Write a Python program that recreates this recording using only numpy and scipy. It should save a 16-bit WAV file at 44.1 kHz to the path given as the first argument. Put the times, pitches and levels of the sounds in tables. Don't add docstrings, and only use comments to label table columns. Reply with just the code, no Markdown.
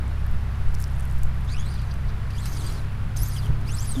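import sys
import numpy as np
from scipy import signal
from scipy.fft import rfft, irfft, next_fast_len
from scipy.io import wavfile
from scipy.ndimage import uniform_filter1d, map_coordinates

SR = 44100
rng = np.random.default_rng(int(sys.argv[2]) if len(sys.argv) > 2 else 0)


def pcm_store(signal):
    levels = np.round(np.clip(np.atleast_2d(signal), -1, 1) * 32767)
    wavfile.write(sys.argv[1], SR, levels.astype(np.int16).T)


N = 176400
TOP_HZ = 15650

# freq_hz, relative_db
RIVER_COLOUR = [(180, -24), (300, -5), (424, -1), (492, -7), (534, -4), (743, -4), (1390, -3.5),
                (2170, -9.5), (4130, -18), (4710, -19.5), (6670, -26.5), (10400, -29), (15500, -32.5)]
# time_s, second_db, third_db, fourth_db
MOTOR_LOW_ORDERS = [(0.0, -29, -33, -38), (0.08, -27, -35, -48), (0.57, -29, -31.5, -39.5),
                    (1.11, -27, -35.5, -33.5), (2.92, -34.5, -33.5, -39.5), (3.45, -32.5, -30.5, -31.5),
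                    (3.9, -33, -32.5, -37.5)]
# harmonic_number, level_db
MOTOR_HIGH_ORDERS = [(5, -50.5), (6, -53), (7, -57.5)]
# freq_hz, relative_db
RUMBLE_COLOUR = [(12, 6), (25, 1.5), (42, 4), (55, -12.5), (110, -5), (150, -14), (175, -11.5),
                 (230, -21.5), (300, -29.5), (450, -66), (800, -90), (2000, -120)]
# centre_s, half_length_s, level_db
GUST_SWELLS = [(0.272, 0.085, -15.5), (0.676, 0.1, -21), (1.203, 0.09, -15), (1.597, 0.065, -19)]
# freq_hz, relative_db
BUFFET_COLOUR = [(5, 11), (13, 12), (22, 0.5), (40, -6), (120, -59), (400, -130)]
# centre_s, half_length_s, level_db
ROD_SWEEPS = [(.05, 0.06, -45.5), (2.65, 0.17, -44.5), (3.55, 0.24, -47.5)]
# freq_hz, relative_db
SWEEP_COLOUR = [(120, -33), (220, 7), (360, 2), (550, -10), (1200, -7.5), (3000, -45), (8000, -100)]
# start_s, relative_db, pitch_hz
FALLING_DROPS = [(.08, -38, 7660), (.266, -33, 12000), (.313, -36, 11500), (0.7502, -27.5, 5100),
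                 (.758, -40, 11500), (.801, -27.5, 11000), (.8148, -34, 7000), (.8174, -33, 9900),
                 (0.825, -24, 10200), (0.84, -34, 7700), (0.841, -23, 5160), (0.998, -30, 8200),
                 (1.007, -30, 9050), (1.054, -32.5, 10500), (1.113, -33.5, 8050), (1.186, -35, 12000),
                 (1.2338, -24, 7560), (1.234, -29, 11000)]
# freq_hz, relative_db
WATER_COLOUR = [(2000, -19), (5000, 4), (8000, 5), (12000, 4.5), (15500, -19)]
# centre_s, half_length_s, level_db
LINE_TEARS = [(.746, 0.0045, -44.5), (.812, 0.028, -50)]
# start_s, relative_db
GUIDE_SLAPS = [(1.448, -48), (1.522, -44), (1.741, -41), (1.818, -43), (1.94, -42.5), (2.306, -44),
               (2.458, -30), (2.466, -41), (2.725, -39), (3.164, -38), (3.257, -41), (3.46, -43),
               (3.613, -46)]
# freq_hz, relative_db
TICK_COLOUR = [(300, -9), (1500, 10.5), (5000, 7), (9000, 5), (13000, 5), (15500, -22)]
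# time_s, pitch_hz
PULL_SPEEDS = [
    [(1.48, 1637), (1.515, 2240), (1.55, 2500), (1.575, 2920), (1.6, 3350), (1.635, 3480), (1.67, 4050),
     (1.72, 4800), (1.755, 4560), (1.79, 3160), (1.86, 2000)],
    [(2.36, 2414), (2.39, 3450), (2.425, 4320), (2.445, 4060), (2.48, 6420), (2.535, 6300), (2.56, 5130),
     (2.6, 4200), (2.63, 3240), (2.72, 1980)],
    [(3.165, 6670), (3.195, 4930), (3.212, 5100), (3.23, 6000), (3.26, 7190), (3.29, 6400), (3.32, 5070),
     (3.345, 4400), (3.362, 3300), (3.39, 2780)],
    [(3.65, 1854), (3.69, 2550), (3.72, 3210), (3.775, 4750), (3.8, 5860), (3.83, 7900), (3.85, 7000),
     (3.88, 5180), (3.91, 4240), (3.95, 3690), (4.0, 3100)],
]
# time_s, relative_db
PULL_SCRAPES = [
    [(1.46, -73), (1.5, -41.5), (1.53, -57), (1.6, -46), (1.64, -50), (1.72, -46), (1.8, -57), (1.9, -54)],
    [(2.3, -57), (2.36, -45.5), (2.41, -47.5), (2.47, -36), (2.51, -45), (2.535, -38), (2.62, -42),
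     (2.675, -37.5), (2.79, -45), (2.87, -61)],
    [(3.158, -66), (3.166, -36), (3.19, -39.5), (3.215, -38.5), (3.28, -40.5), (3.32, -43), (3.37, -39),
     (3.41, -49), (3.46, -46.5), (3.52, -65)],
    [(3.64, -64), (3.676, -45), (3.72, -48), (3.77, -42), (3.83, -40), (3.885, -42), (3.92, -41),
     (3.94, -43), (4.0, -42)],
]
# time_s, fundamental_db, overtones_db (both relative)
PULL_TONES = [
    [(1.47, -65, -50), (1.5, -53, -42), (1.535, -42, -38.5), (1.56, -41, -44), (1.6, -40, -44),
     (1.635, -45.5, -53), (1.665, -46, -47), (1.7, -48, -56), (1.76, -49, -58), (1.87, -54, -59)],
    [(2.33, -55, -56), (2.39, -43, -43.5), (2.45, -45, -48), (2.49, -41, -44), (2.52, -45, -44),
     (2.535, -38, -42), (2.55, -45, -53), (2.572, -36.5, -59), (2.61, -44, -38.5), (2.635, -45, -48),
     (2.68, -62, -62)],
    [(3.158, -70, -70), (3.17, -33.5, -54), (3.185, -40, -44), (3.21, -38, -36), (3.235, -34, -30),
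     (3.262, -40, -43), (3.285, -40, -29), (3.317, -40, -56), (3.342, -52, -44), (3.367, -35.5, -54),
     (3.4, -56, -60)],
    [(3.64, -66, -62), (3.69, -42, -38), (3.725, -46, -39.5), (3.77, -41, -41), (3.79, -35, -44),
     (3.83, -34, -44), (3.86, -47, -50), (3.88, -46, -39), (3.92, -42, -35.5), (3.94, -44, -53),
     (3.97, -42, -43), (4.0, -47, -51)],
]
PULL_CHARACTERS = [(0.047, -2.5), (0.0396, -0.5), (0.0264, 3.5), (0.0093, 2)]
# harmonic_number, relative_db
BUZZ_OVERTONES = [(2, 0), (3, -10.5), (4, -13)]
# freq_hz, gain_db
GUIDE_RESPONSE = [(1500, 5), (2600, 4), (8000, 0.5), (11000, 0), (13000, -5.5), (15500, -12)]
# freq_hz, relative_db
SCRAPE_COLOUR = [(250, -2), (800, 1), (2000, 2), (3300, 0.5), (4800, 4.5), (7200, -0.5), (9000, -4.5),
                 (11500, -7.5), (13300, -9.5), (14500, -13), (15500, -34)]
# freq_hz, width_hz, relative_db
ROD_RESONANCES = [(3380, 120, -11), (3980, 48, -10), (4770, 51, -5.5), (6300, 66, -10), (8230, 100, -8),
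                  (8730, 69, -4), (9470, 150, 0), (10680, 430, -4), (12700, 700, -6)]
# centre_s, half_length_s, relative_db
ROD_RUBS = [(1.755, .012, -45), (1.795, 0.0075, -42.5), (1.822, .018, -56), (1.916, 0.0063, -39),
            (2.095, 0.013, -45.5), (2.31, 0.0087, -45)]
# freq_hz, relative_db
RASP_COLOUR = [(2500, -13), (3800, -3), (4600, 3), (5200, -5), (5900, -3), (7000, -28), (12000, -28)]
# start_s, length_s, first_hz, last_hz, relative_db
SLACK_RUNS = [(1.774, 0.091, 4650, 4240, -48), (2.589, 0.052, 11500, 8700, -56),
              (2.646, 0.04, 7960, 8560, -42), (2.647, 0.072, 5170, 3770, -38.5),
              (2.723, 0.09, 4940, 3870, -44), (3.355, 0.062, 6040, 3950, -42.5),
              (3.405, 0.078, 3790, 2770, -46)]
# start_s, relative_db, pitch_hz, t60_s
KNOCKS = [(3.207, -3.5, 41.7, 0.096), (3.484, -3, 55, 0.079), (3.497, -3.5, 134, 0.04),
          (3.951, -23, 416, 0.033), (3.965, -20.5, 262.2, 0.81)]
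# freq_hz, relative_db
THUD_COLOUR = [(40, 16.5), (200, -11), (400, -5), (800, -17), (2000, -33), (8000, -90)]


def amp(db):
    return 10 ** (np.asarray(db) / 20)


def unit(x):
    return x / np.sqrt(np.mean(x ** 2) + 1e-20)


def db_at(colour, hz):
    freqs, levels = np.transpose(colour)
    return np.interp(np.log(hz + 1), np.log(freqs + 1), levels)


def curves(rows):
    times, *columns = np.transpose(rows)
    return [np.interp(np.arange(N) / SR, times, column) for column in columns]


def swells(rows):
    t = np.arange(N) / SR
    return sum(amp(db) * np.exp(-((t - centre) / half) ** 2) for centre, half, db in rows)


def wobble(rate_hz):
    return map_coordinates(rng.standard_normal(N // 8), [np.arange(N) * rate_hz / SR], mode="wrap")


def filtered(x, response):
    size = next_fast_len(N + SR // 2)
    return irfft(rfft(x, size) * response(np.fft.rfftfreq(size, 1 / SR)), size)[:N]


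def noise(colour):
    return unit(filtered(rng.standard_normal(N), lambda hz: amp(db_at(colour, hz))))


def sine(hz):
    return np.sqrt(2) * np.sin(2 * np.pi * (np.cumsum(hz) / SR + rng.random()))


def add(out, start_s, sound):
    part = out[int(np.clip(start_s * SR, 0, N)):][:len(sound)]
    part += sound[:len(part)]


def bubble(hz, cycles, rise=0.163):
    t = np.arange(SR // 20) / SR
    age = t * hz / cycles
    pitch_hz = hz * (1 + rise * np.tanh(age / 2))
    envelope = np.exp(-age) * (1 - np.exp(-5 * age))
    ring = envelope * np.sin(2 * np.pi * np.cumsum(pitch_hz) / SR)
    return ring / np.abs(ring).max()


def river(rush_db=-45.5, bubble_db=-50.5, bubble_hz=1416, count=700):
    babble = np.zeros(N)
    starts = rng.random(count) * N / SR
    for start, (size, pitch) in zip(starts, rng.standard_normal((count, 2))):
        ring = bubble(bubble_hz * np.exp(.35 * pitch), cycles=6.6)
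        add(babble, start, amp(bubble_db + 2 * size) * ring)
    return babble + amp(rush_db + 0.23 * wobble(6.4)) * noise(RIVER_COLOUR)


def motor_hum(turn_hz=33.13):
    hz = turn_hz * (1 + 0.0023 * wobble(4.3))
    orders = list(enumerate(curves(MOTOR_LOW_ORDERS), 2)) + MOTOR_HIGH_ORDERS
    return sum(amp(db + 0.45 * wobble(6.03)) * sine(order * hz) for order, db in orders)


def thin_hiss(centre_hz=10010, half_width_hz=130, level_db=-71.5):
    band = filtered(rng.standard_normal(N), lambda f: 1 / (1 + ((f - centre_hz) / half_width_hz) ** 2))
    return amp(level_db) * unit(band)


def wind(rumble_db=-27):
    rumble = amp(rumble_db + 0.38 * wobble(5.14)) * noise(RUMBLE_COLOUR)
    return rumble + swells(GUST_SWELLS) * noise(BUFFET_COLOUR)


def rod_whooshes():
    return swells(ROD_SWEEPS) * noise(SWEEP_COLOUR)


def drops(ring_db=-0.5, splash_db=-20, splash_t60_s=0.014, low_cut_hz=3700):
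    rings, splashes = np.zeros(N), np.zeros(N)
    t = np.arange(SR // 10) / SR
    for start, db, hz in FALLING_DROPS:
        add(rings, start, amp(db + ring_db) * bubble(hz, cycles=1.8))
        add(splashes, start, amp(db + splash_db - 60 * t / splash_t60_s))
    ticks = filtered(rings + spray(), lambda f: 1 - 1 / (1 + (f / low_cut_hz) ** 8))
    return ticks + splashes * noise(WATER_COLOUR)


def spray(centre_s=1.06, spread_s=0.2, droplet_db=-44, droplet_hz=9200):
    out = np.zeros(N)
    for when, size, pitch in rng.standard_normal((130, 3)):
        hz = min(droplet_hz * np.exp(.25 * pitch), TOP_HZ)
        add(out, centre_s + spread_s * when, amp(droplet_db + 2 * size) * bubble(hz, cycles=1.2))
    return out


def line_tear(grain_db=6):
    grain = unit(amp(grain_db * wobble(1100)))
    return swells(LINE_TEARS) * grain * noise(WATER_COLOUR)


def line_slaps(gain_db=-2, t60_s=.028):
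    envelope = np.zeros(N)
    t = np.arange(SR // 10) / SR
    for start, db in GUIDE_SLAPS:
        add(envelope, start - .001, amp(db + gain_db - 60 * t / t60_s))
    return envelope * noise(TICK_COLOUR)


def scrape(tilt_db_per_octave, patch_db=3, grain_db=1.5):
    tilt = lambda f: amp(tilt_db_per_octave * np.log2(np.maximum(f, 2000) / 7000))
    spectra = signal.stft(filtered(noise(SCRAPE_COLOUR), tilt), nperseg=256)[2]
    patches = uniform_filter1d(rng.standard_normal(spectra.shape), size=3, axis=0)
    patches = unit(uniform_filter1d(patches, size=7, axis=1))
    uneven = signal.istft(spectra * amp(patch_db * patches), nperseg=256)[1][:N]
    return unit(uneven * amp(grain_db * wobble(900)))


def buzz(hz, jitter, tone_db, overtones_db, fuzz=.68, flutter_db=2.6):
    unsteady_hz = hz * (1 + jitter * wobble(1800) + .007 * wobble(120))
    harmonics = [(1, tone_db)] + [(k, overtones_db + db) for k, db in BUZZ_OVERTONES]
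    out = np.zeros(N)
    for k, db in harmonics:
        gain = amp(db + db_at(GUIDE_RESPONSE, k * hz) + flutter_db * wobble(60))
        in_band = k * hz < TOP_HZ + 2000
        clear = (1 - fuzz) * sine(k * unsteady_hz)
        fuzzy = fuzz * wobble(400) * sine(k * unsteady_hz)
        out += gain * in_band * (clear + fuzzy)
    return out


def line_zips():
    out = np.zeros(N)
    t = np.arange(N) / SR
    during = lambda rows: (t > rows[0][0]) & (t < rows[-1][0] + .03)
    pulls = zip(PULL_SPEEDS, PULL_SCRAPES, PULL_TONES, PULL_CHARACTERS)
    for speed, rubbing, singing, (jitter, tilt) in pulls:
        hz, = curves(speed)
        scrape_db, = curves(rubbing)
        tone_db, overtones_db = curves(singing)
        out += during(rubbing) * amp(scrape_db) * scrape(tilt)
        out += during(singing) * buzz(hz, jitter, tone_db, overtones_db)
    return out


def rod_resonance(friction, ring_db=8.5):
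    def response(f):
        ring = sum(amp(db) * 1j * f * width / (hz * hz - f * f + 1j * f * width)
                   for hz, width, db in ROD_RESONANCES)
        return (1 + amp(ring_db) * ring) / (1 + .5 * amp(ring_db))
    return filtered(friction, response)


def rod_rubs():
    return swells(ROD_RUBS) * noise(RASP_COLOUR)


def slack_runs(overtones_db=-17.5):
    out = np.zeros(N)
    t = np.arange(N) / SR
    for start, length, first_hz, last_hz, db in SLACK_RUNS:
        progress = np.clip((t - start) / length, 0, 1)
        hz = first_hz * (last_hz / first_hz) ** progress
        envelope = np.sin(np.pi * progress)
        out += envelope * buzz(hz, jitter=0.033, tone_db=db, overtones_db=db + overtones_db)
    return out


def handling_bumps(attack_s=0.007, upper_ratio=2.52, upper_db=-22.5, thud_db=-18):
    ring, thud = np.zeros(N), np.zeros(N)
    t = np.arange(SR // 2) / SR
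    for start, db, hz, t60 in KNOCKS:
        envelope = amp(db - 60 * t / t60) * (1 - np.exp(-t / attack_s))
        phase = 2 * np.pi * hz * t
        modes = np.sin(phase) + amp(upper_db) * np.sin(upper_ratio * phase)
        add(ring, start, envelope * modes)
        add(thud, start, envelope)
    return ring + amp(thud_db) * thud * noise(THUD_COLOUR)


def scene():
    riverside = river() + motor_hum() + thin_hiss() + wind()
    cast = rod_whooshes() + drops() + line_tear() + line_slaps()
    pulls = rod_resonance(line_zips() + rod_rubs() + slack_runs())
    return (riverside + cast + pulls + handling_bumps())[None]


def record(dry):
    return filtered(dry[0], lambda hz: hz < TOP_HZ)[None]


dry = scene()
out = record(dry)
pcm_store(out)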